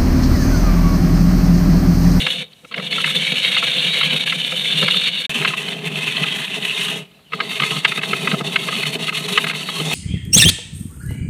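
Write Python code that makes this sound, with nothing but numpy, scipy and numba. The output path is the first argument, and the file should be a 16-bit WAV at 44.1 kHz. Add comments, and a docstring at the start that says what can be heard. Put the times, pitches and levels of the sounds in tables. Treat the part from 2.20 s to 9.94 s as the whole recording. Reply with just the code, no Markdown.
"""Half a coconut is pressed on a hand-cranked grater head of six toothed steel blades, over a stone bowl.
Dense random tooth ticks ring the shell and tear out hiss; quick jolts of level and slipping blades shape both.
Behind them the loose shaft knocks in bursts of ringing and crunch, the stand rumbles, and faint low pulses,
faint whistles and still yard air lie beneath. One dry mono microphone, no echo; the sound drops out once.
In the dropout and in the last pause the nut is held anew, which shifts the resonances of the shell."""
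import sys
import numpy as np
from scipy import signal
from scipy.fft import rfft, irfft
from scipy.io import wavfile
from scipy.ndimage import uniform_filter1d
from numba import njit

SR = 44100
rng = np.random.default_rng(int(sys.argv[2]) if len(sys.argv) > 2 else 0)


def persist_wave(psi):
    """Save psi, clipped to +-1, as 16-bit WAV."""
    counts = np.round(np.clip(psi, -1, 1) * 32767).astype(np.int16)
    wavfile.write(sys.argv[1], SR, np.atleast_2d(counts).T)


N = 341334


def undb(db):
    """Amplitude factor of a level in dB."""
    return 10 ** (np.asarray(db) / 20)


def unit(x):
    """Scale to an rms of 1."""
    return x / np.sqrt(np.mean(x ** 2))


def filtered(sos, x):
    """Run x once through second-order sections."""
    return signal.sosfilt(sos, x)


@njit
def resonance(x, hz, width):
    """State-variable band-pass with a moving centre, gain 1 there."""
    y, band, low = np.empty(len(x)), 0., 0.
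    for i in range(len(x)):
        g, damping = np.pi * hz[i] / SR, width[i] / hz[i]
        g += g ** 3 / 3  # approximates tan(g)
        v = (band + g * (x[i] - low)) / (1 + g * (g + damping))
        band, low, y[i] = 2 * v - band, low + 2 * g * v, damping * v
    return y


def coloured(x, points):
    """Shape the spectrum of x by (frequency [Hz], level [dB]) points joined on a log-frequency axis."""
    hz, db = np.transpose(points)
    f = np.arange(N // 2 + 1) * SR / N + 1
    gain = undb(np.interp(np.log(f), np.log(hz), db, left=-120, right=-120))
    return unit(irfft(rfft(x) * gain, N))


def walk(rate):
    """Random levels held 1 / rate s and smoothed twice; spread near 1."""
    k = int(SR / rate)
    steps = np.repeat(rng.standard_normal(N // k + 1), k)[:N]
    return 1.105 * uniform_filter1d(uniform_filter1d(steps, k), k)


def ticks(rate, spread_db):
    """Random tooth ticks of either sign, on average rate per second, a few stronger than the rest."""
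    chance, size = rng.random(N), np.minimum(rng.exponential(1, N), 4)
    sign = np.where(chance < rate / SR / 2, 1, -1)
    return unit((chance < rate / SR) * sign * undb(spread_db * size))


def swells(rows, steep):
    """Brief rises or dips in dB from (time, height, length) rows; steep flattens their tops."""
    out, t = np.zeros(N + 8192), np.arange(-4096, 4096) / SR
    for s, db, length in rows:
        i = int(s * SR)
        out[i:i + 8192] += db * np.exp(-np.abs(t / (length / 2)) ** steep)
    return out[4096:N + 4096]


# moments when the nut is held anew: time [s]
REGRIPS = (3.08, 5.0)


def hold_number():
    """Which hold of the nut each sample falls in, counted from 0."""
    return np.searchsorted(REGRIPS, np.arange(N) / SR)


def body(holds, rate, spread_db, flicker_db, sway_db, snaps, own, wander, tilt_db=0):
    """Ticks ring each resonance, part shared and part its own; centres wander and jump with the hold."""
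    hold = np.minimum(hold_number(), len(holds) - 1)
    shared, other, out = ticks(rate, spread_db), ticks(rate, spread_db), 0
    shared = shared + snaps * ticks(rate / 20, spread_db)  # tougher fibres snap now and then
    for modes in zip(*holds):  # the same resonance in every hold
        hz, width, db = (column[hold] for column in np.array(modes, float).T)
        level_db = db + tilt_db * np.log2(hz / 2800)
        level_db = level_db + flicker_db * walk(45) + sway_db * walk(6)
        own_ticks = own * np.roll(other, rng.integers(N))
        push = (shared + own_ticks) * undb(level_db)
        out = out + resonance(push, hz * (1 + wander * walk(13)), width)  # the nut rocks
    rms = np.sqrt([np.mean(out[hold == k] ** 2) for k in range(len(holds))])
    return out / rms[hold]


# cutting effort before and after the dropout:
# (time [s], hiss level [dB], rasp over hiss [dB], rumble level of the stand [dB])
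CUTTING = [
    [(0.0, -38, 18, -29), (0.03, -36.5, 17, -28.5), (0.23, -46.5, 16.5, -38.5), (0.26, -69, 16, -56),
     (0.49, -55.5, 1, -60), (0.53, -55.5, 20.5, -37), (0.76, -38.5, 17.5, -32), (1.26, -36.5, 19, -35),
     (2.0, -39.5, 21.5, -32), (2.16, -38.5, 16, -34), (2.6, -37.5, 19, -31), (3.02, -44.5, 20, -40),
     (3.06, -47.5, 22.5, -42)],
    [(3.1, -38, 14.5, -33.5), (3.38, -39.5, 15.5, -30.5), (3.95, -39, 15.5, -32), (4.45, -39, 15, -33),
     (4.64, -36.5, 14.5, -33.5), (4.78, -41.5, 14.5, -29.5), (4.87, -68, 13, -55), (5.09, -79, 16, -56.5),
     (5.15, -47.5, 15.5, -34.5), (5.45, -37.5, 13, -32.5), (6.1, -39.5, 13.5, -27.5),
     (6.52, -37.5, 13, -30.5), (7.22, -35.5, 12, -30.5), (7.42, -39, 11.5, -34.5), (7.74, -34.5, 9.5, -25)],
]


def effort():
    """Pressing harder or easing off moves hiss, rasp and rumble, in dB, along straight lines."""
    s, *columns = np.transpose(np.concatenate(CUTTING))
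    return [np.interp(np.arange(N) / SR, s, column) for column in columns]


# resonances of shell and blades under the teeth, first, second and third hold:
# (centre before wander [Hz], width [Hz], relative level [dB])
SHELL_MODES = ([(1110, 74, -24), (850, 110, -31), (1712, 53, -8), (2308, 140, 0), (2710, 110, -0.5),
               (2965, 150, 4), (3380, 140, 1.5), (3653, 117, 5), (4200, 200, -8.5)], [(1060, 74, -16),
               (1266, 13, -9.5), (1820, 210, -14.5), (2074, 44, -4), (2643, 194, 0.5), (3030, 220, -2),
               (3386, 124, -5.5), (3645, 88, -3), (4420, 94, -12.5)], [(1076, 70, -12), (1278, 30, -8),
               (1840, 150, -20), (2105, 110, -4.5), (2627, 184, -0.5), (2980, 210, -1.5), (3425, 113, -1.5),
               (3733, 115, 0.5), (4360, 180, -2.5)])
# brightness of the rasp about 2800 Hz: (time [s], tilt [dB per octave])
RASP_TILT = [(.3, 4), (0.56, -6), (0.66, 1), (.89, -2), (.96, 1), (2.45, -1), (2.8, 10.5), (3.1, -2)]


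def rasp():
    """The main voice: teeth tick through the flesh and ring shell and blades."""
    tilt_db = np.interp(np.arange(N) / SR, *np.transpose(RASP_TILT))
    ringing = body(SHELL_MODES, rate=1100., spread_db=2.1, flicker_db=2.8, sway_db=.9,
                   snaps=.45, own=1.6, wander=0.024, tilt_db=tilt_db)
    # the thick flesh swallows the top
    return filtered(signal.cheby2(8, 30, 4950., fs=SR, output="sos"), ringing)


# spectrum of wet flesh tearing: (frequency [Hz], relative level per Hz [dB])
TEARING = [(2820, 6), (4800, -2.5), (5250, 1.5), (6330, 5), (7370, 1.5), (8140, 5), (9810, 4),
           (15600, -12.5)]
# steady level of the upper half of the hiss, one per hold: level [dB]
UPPER_HISS = (-1.5, -1, 0.5)


def hiss():
    """Fine tearing from very dense ticks, its lower and upper halves flickering apart."""
    tear = coloured(ticks(12000., 2.6), TEARING)
    lower = signal.sosfiltfilt(signal.butter(2, 9500., fs=SR, output="sos"), tear)
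    upper_db = np.array(UPPER_HISS)[hold_number()] + 2.6 * walk(35)
    return lower * undb(1.4 * walk(35)) + (tear - lower) * undb(upper_db)


# quick level changes of the rasp, mostly sharp rises, a few dips:
# (time [s], change before shaping [dB], length [s])
QUICK_CHANGES = [(.1, 8, 0.018), (0.56, 12, 0.012), (0.707, 5.5, .015), (0.857, 5.5, .012), (0.87, 2, .012),
                 (.895, 4, 0.017), (0.944, 1.5, 0.016), (1.04, 4.5, 0.0079), (1.119, 7, .01),
                 (1.154, 3, 0.019), (1.203, -3, .015), (1.22, 3, .015), (1.247, 5, .015),
                 (1.4492, -4, 0.013), (1.642, 2, 0.011), (1.736, 6, 0.012), (1.785, 4, 0.016),
                 (1.8163, 3, 0.0051), (2.4609, -6, 0.0065), (2.573, 4.5, 0.03), (2.704, 7, 0.012),
                 (2.733, 4, .045), (2.812, 5, 0.035), (2.861, 4, .04), (3, 5, 0.018), (3.046, 5, .01),
                 (3.137, 4.5, 0.038), (3.276, 10, .012), (3.4, 2, 0.0087), (3.417, 1, 0.0084),
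                 (3.484, 4, 0.007), (3.653, 5.5, 0.013), (3.7533, 5, 0.025), (3.865, 3, 0.016),
                 (4.199, 3.5, .02), (4.298, 2.5, .02), (4.3416, 5, .006), (4.448, 4.5, .025),
                 (4.567, 5.5, 0.03), (4.646, 4, .01), (4.68, 3.5, .03), (5.29, 4, 0.026), (5.505, 7, .015),
                 (5.445, 4, 0.025), (6.263, 5.5, .03), (6.626, 3, 0.011), (6.664, 4.5, .012),
                 (6.81, 3.5, 0.018), (7.54, 5, 0.046), (7.65, 3, 0.015), (7.731, 5, .015)]


def quick_changes():
    """Each change moves the level at once, then lets it return, in dB."""
    out, t = np.zeros(N + 4096), np.arange(4096) / SR
    for s, db, length in QUICK_CHANGES:
        i = int(s * SR)
        out[i:i + 4096] += db * (1 - np.exp(-t / 0.0016)) * np.exp(-(t / length) ** 2)
    return out[:N]


# a blade slips out of the flesh: (time [s], level change [dB], length [s])
BLADE_SLIPS = [(0.59, -8, 0.015), (0.697, -9, 0.033), (0.827, -7.5, 0.013), (0.937, -5, 0.019),
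               (1.14, -2.5, 0.012), (1.414, -6.5, 0.031), (1.99, -7, 0.011), (2.053, -19, 0.015),
               (2.171, -6.5, 0.017), (2.234, -4, 0.019), (2.293, -8, 0.027), (2.532, -3, 0.034),
               (2.66, -2.5, 0.016), (2.695, -4, .01), (2.789, -4, 0.015), (2.91, -5.5, 0.019),
               (3.036, -4, 0.011), (3.129, -10, 0.028), (3.361, -9, 0.018), (3.493, -6.5, 0.046),
               (3.598, -11.5, 0.091), (3.7, -9.5, 0.039), (3.744, -6, 0.041), (4.272, -4.5, 0.044),
               (4.403, -3, 0.045), (5.182, -6.5, 0.063), (5.622, -8, 0.02), (5.668, -11.5, 0.018),
               (5.738, -7, 0.023), (5.807, -15.5, 0.031), (5.878, -2.5, 0.075), (6.164, -8, 0.035),
               (6.226, -14, 0.036), (6.297, -7.5, 0.039), (6.38, -6.5, 0.03), (6.498, -4, 0.017),
               (6.646, -7.5, 0.0092), (6.716, -6, 0.021), (6.776, -14, 0.031), (6.852, -4, 0.023),
               (6.916, -12.5, 0.039), (7.022, -6.5, 0.05), (7.074, -12, 0.015), (7.196, -5.5, 0.027),
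               (7.258, -8, 0.019), (7.323, -13.5, 0.025), (7.456, -8, 0.024), (7.64, -4, 0.012)]


def grip():
    """Hold of the blades in dB: it chatters, changes quickly at times and falls away in each slip."""
    chatter = 0.45 * walk(25) + 1.74 * walk(80) + 1.4 * walk(200)
    return chatter + quick_changes() + swells(BLADE_SLIPS, 2.8)


# knocks of the shaft: (time [s], blow level before filtering [dB],
# low-mode boost [dB], high-mode boost [dB])
SHAFT_KNOCKS = [(.065, -6, -11, 0), (0.33, -34.5, -22, 17), (0.446, -30, -8, -8), (.512, -26, -4, 0),
                (0.522, -22.5, -4, 7), (.54, -12, -31, -12), (.577, -14.5, -17, -9), (.597, -18.5, -9, -17),
                (0.725, -10, -23, 3), (0.78, -10.5, -5.5, 2), (0.802, -15, -14, 1), (.873, -16, -1, -5),
                (.905, -21, -7, -5), (0.841, -4.5, -19, -8), (1.365, -7.5, -14, -1), (1.425, -10, -5, -15),
                (1.81, -8.5, -13, -8), (1.8297, -6, -27, 6), (2.073, -10.5, -18, -6),
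                (2.122, -9.5, -17, -21), (2.32, -15.5, -15, -4), (2.626, -7.5, -8, 1),
                (2.68, -4.5, -11, 1.5), (2.741, -9, -6, 14), (3.222, -12.5, -10, -8),
                (3.2476, -4.5, -10.5, -2.5), (3.303, -18, -6, -14), (3.334, -12, -2, -15),
                (3.4813, -14.5, -26.5, 7), (3.966, -9.5, -25, 14.5), (4.039, -16, -2, -16),
                (4.913, -44, -10, 9), (4.988, -44, -8, -2), (5.1204, -21, -7, -21), (5.132, -10.5, -7, -15),
                (5.189, -24, 4, -18), (5.202, -7.5, -8, -24), (5.398, -6, -12, 0), (5.419, -7.5, -6, 5),
                (5.433, -7, -6, 0), (5.563, -15, -5, 3), (5.6475, 1, -14, -23), (5.7182, -11.5, -13, -19),
                (5.775, -13, -4, -1), (5.789, -14, -16, -14), (5.813, -19, -12, -9), (5.832, -10, -15, -3),
                (5.9301, -5.5, -5, -2.5), (6.073, -5, -10, -13), (6.114, -9, -3.5, 5),
                (6.139, -14.5, 6, -9), (6.208, -16.5, 2, -10), (6.358, -2, -11.5, -3),
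                (6.485, -11.5, -4, -3), (6.525, -15, 0, 5), (6.63, -12, -22, -4), (6.653, -15, -15, 2),
                (6.751, -15, -28, 12), (6.88, -13.5, -4, -1), (6.89, -9.5, -17, -6), (6.923, -19, -7, -4),
                (6.971, -13.5, -2, 14), (7.089, -18, -2, 4), (7.175, 1, -9, 0), (7.241, -11, -12, -5),
                (7.2666, -13.5, -7, -9), (7.2961, -10, -14, -3), (7.31, -14, -6, -10),
                (7.331, -19, -6, -12), (7.3497, -19, -17, 0), (7.486, -14.5, -6, 2), (7.598, -12, -3, 9)]
# modes of the shaft: (frequency before detuning [Hz], relative level [dB], 60 dB decay before choking [s])
SHAFT_MODES = [(446, 2.5, 0.22), (715, -14, .025), (1073, 2, 0.095), (1263, 12, 0.06), (1615, -6, 0.16),
               (2017, 2.5, 0.059), (2132, 4, 0.054), (2600, 10, 0.025), (3010, 9, 0.02),
               (3350, 6.5, 0.0088), (3680, 7, 0.012), (4180, 2.5, 0.026)]
LOW_HZ, HIGH_HZ = 1500, 2800  # low modes lie under, high modes over
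FIRST_HOLD_PITCH = 1.039  # pitch factor of the modes before the dropout
CRUNCH = 4.3  # gain of crushed fibre against the ring
CONTACT_S, LEAD_S = .0045, 0.0002  # span of the touches; how far a blow starts before its time


def knocks():
    """The loose shaft touches four times in each contact and rings its modes, each blow in its own mix."""
    out, t = np.zeros(N + 4096), np.arange(2048) / SR
    short_t = t[:1024]
    hz, db, t60 = np.transpose(SHAFT_MODES)[:, :, None]
    count = len(SHAFT_KNOCKS)
    crunch_band = signal.butter(3, [1050., 3600.], "band", fs=SR, output="sos")
    noises = filtered(crunch_band, rng.standard_normal((count, 1024)))
    mixes = rng.standard_normal((count, 3, len(SHAFT_MODES), 1))
    rattles = rng.random((count, 2, 4))
    for knock, noise, mix, rattle in zip(SHAFT_KNOCKS, noises, mixes, rattles):
        s, blow_db, low_db, high_db = knock
        phase, size, detune = mix
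        lag, share = rattle
        pitch = (FIRST_HOLD_PITCH if s < DROPOUT[0] else 1) * (1 + 0.01 * detune)
        gain = undb(db + low_db * (hz < LOW_HZ) + high_db * (hz > HIGH_HZ) + 2.0 * size)
        decay = np.exp(-np.log(1000) * t / t60)
        ring = np.sum(gain * decay * np.sin(2 * np.pi * (hz * pitch * t + phase)), axis=0)
        # the flesh closes round the blades and chokes the ring
        ring *= (1 - np.exp(-t / .001)) * np.exp(-(t / .010) ** 2)
        crunch_shape = CRUNCH * np.minimum(short_t / 0.00071, 1) * np.exp(-short_t / 0.0062)
        hit = np.zeros(4096)
        for k in range(4):  # touches spread over the contact; all but the first scatter
            i = int((k + .6 * lag[k] * (k > 0)) / 4 * CONTACT_S * SR)
            hit[i:i + 2048] += (1 + 0.43 * share[k]) * ring
            hit[i:i + 1024] += crunch_shape * np.roll(noise, 256 * k)  # fibres crunch
        hit *= 0.52 / np.sqrt(np.max(uniform_filter1d(hit ** 2, size=128)))  # equal short-term peak
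        i = int((s - LEAD_S) * SR)
        out[i:i + 4096] += undb(blow_db) * hit
    # the flesh dulls the blow
    out = filtered(signal.butter(6, 4700., fs=SR, output="sos"), out)
    # a small shaft radiates no bass
    return filtered(signal.butter(2, 250., "high", fs=SR, output="sos"), out[:N])


# resonances of stand and bowl, first and later holds:
# (centre before wander [Hz], width [Hz], relative level [dB])
STAND_MODES = ([(158, 14.3, 1), (185.5, 21, -2.5), (236, 23, -14.5), (414, 16, -11.5), (502.3, 36, -6),
               (680.5, 13.4, -11.5)], [(154.1, 8.9, 4.5), (186.6, 30.4, -1.5), (237, 19, -11.5),
               (411.2, 27.3, -3.5), (793, 34, -16.5), (653.5, 40, -10.5)])
# the stand takes a jolt and its rumble changes for a moment: (time [s], rise, negative for a dip [dB])
STAND_JOLTS = [(0.081, 5), (0.449, 19.5), (0.581, 7), (0.82, 5), (0.965, 2.5), (1.131, 5.5), (1.439, 6.5),
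               (1.947, 5), (2.336, 6), (2.632, 9.5), (3.214, 8), (4.018, 6), (4.377, 4.5), (5.426, 7),
               (5.52, 5), (5.574, 6.5), (5.792, 5.5), (5.94, 3), (6.04, 4), (6.14, 6), (6.213, 11),
               (6.32, -5), (6.6, 5), (6.762, 8), (7.059, 3.5), (7.123, 6.5), (7.25, 7.5), (7.611, 8)]
JOLT_S = 0.028  # length of a jolt


def stand(rumble_db, grip_db):
    """Cutting ticks shake stand and bowl, which rumble in their own low modes."""
    rumble = body(STAND_MODES, rate=400., spread_db=1.6, flicker_db=2.4, sway_db=.7,
                  snaps=.15, own=1.66, wander=0.013)
    jolt_db = swells([(s, db, JOLT_S) for s, db in STAND_JOLTS], 4.5)
    rumble = rumble * undb(rumble_db + jolt_db + 0.29 * grip_db + 2.0 * walk(28))
    # the small stand cannot carry deep bass
    return filtered(signal.cheby2(6, 32, 100., "high", fs=SR, output="sos"), rumble)


# faint low bell-shaped pulses: (time [s], peak level [dB])
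LOW_PULSES = [(3.096, -42), (5.53, -50), (7.172, -44), (7.6, -46)]
PULSE_S = 0.01  # width of a pulse, between its 1/e points


def pulses():
    """Faint low pulses, each a single bell-shaped swing to one side."""
    t = np.arange(N) / SR
    return sum(undb(db) * np.exp(-((t - s) / PULSE_S * 2) ** 2) for s, db in LOW_PULSES)


# faint whistles in the second pause, one table each: (time [s], pitch [Hz], level [dB])
SQUEAKS = [
    [(5.035, 3150, -83), (5.055, 3080, -57), (5.085, 2920, -54), (5.12, 2550, -54), (5.13, 2500, -80)],
    [(4.92, 4050, -80), (4.945, 4050, -58), (4.99, 3950, -66), (5.04, 4080, -63), (5.09, 4200, -75)],
    [(4.8, 2480, -55), (4.86, 2460, -60), (4.96, 2480, -72)],
]


def whistle():
    """Faint blurred squeaks: noise in a narrow gliding resonance."""
    t, out = np.arange(N) / SR, 0
    for s, hz, db in map(np.transpose, SQUEAKS):
        width_hz = np.full(N, 90.)
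        tone = resonance(rng.standard_normal(N), np.interp(t, s, hz), width_hz)
        out = out + undb(np.interp(t, s, db, left=-140, right=-140)) * unit(tone)
    return out


# spectrum of the still yard air: (frequency [Hz], relative level per Hz [dB])
YARD_AIR = [(24, -57), (40, -10), (110, -4), (183, -5), (977, -14), (3080, -13), (4590, -18), (4950, -23),
            (5330, -24), (12500, -22), (13800, -26), (15600, -26)]
YARD_DB = -57.5  # rms level of the air


def air():
    """Still air of the yard: steady noise, weighted to the bass."""
    return undb(YARD_DB) * coloured(rng.standard_normal(N), YARD_AIR)


def scene():
    """Grater in front, then knocks, stand, pulses, whistles and yard air, in one channel."""
    hiss_db, rasp_db, rumble_db = effort()
    grip_db = grip()
    rasping = rasp() * undb(rasp_db + grip_db)
    tearing = hiss() * undb(uniform_filter1d(grip_db, size=256))
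    grater = undb(hiss_db) * (rasping + tearing)
    return (grater + knocks() + stand(rumble_db, grip_db) + pulses() + whistle() + air())[None]


# the sound drops out: (start [s], end [s]), the middles of the fades
DROPOUT = (3.066, 3.0945)
TOP_HZ = 15757  # upper limit of the microphone sound


def record(dry):
    """At the microphone the sound fades and drops out once; peaks are rounded and the top is cut."""
    t = np.arange(N) / SR
    fade_out = np.clip((DROPOUT[0] - t) / 0.0044 + .5, 0, 1) ** 2
    fade_in = np.clip((t - DROPOUT[1]) / 0.0016 + .5, 0, 1)
    rounded = np.tanh(0.82 * dry * (fade_out + fade_in)) / 0.77
    return filtered(signal.ellip(10, .2, 80, TOP_HZ, fs=SR, output="sos"), rounded)


dry = scene()
out = record(dry)
persist_wave(out)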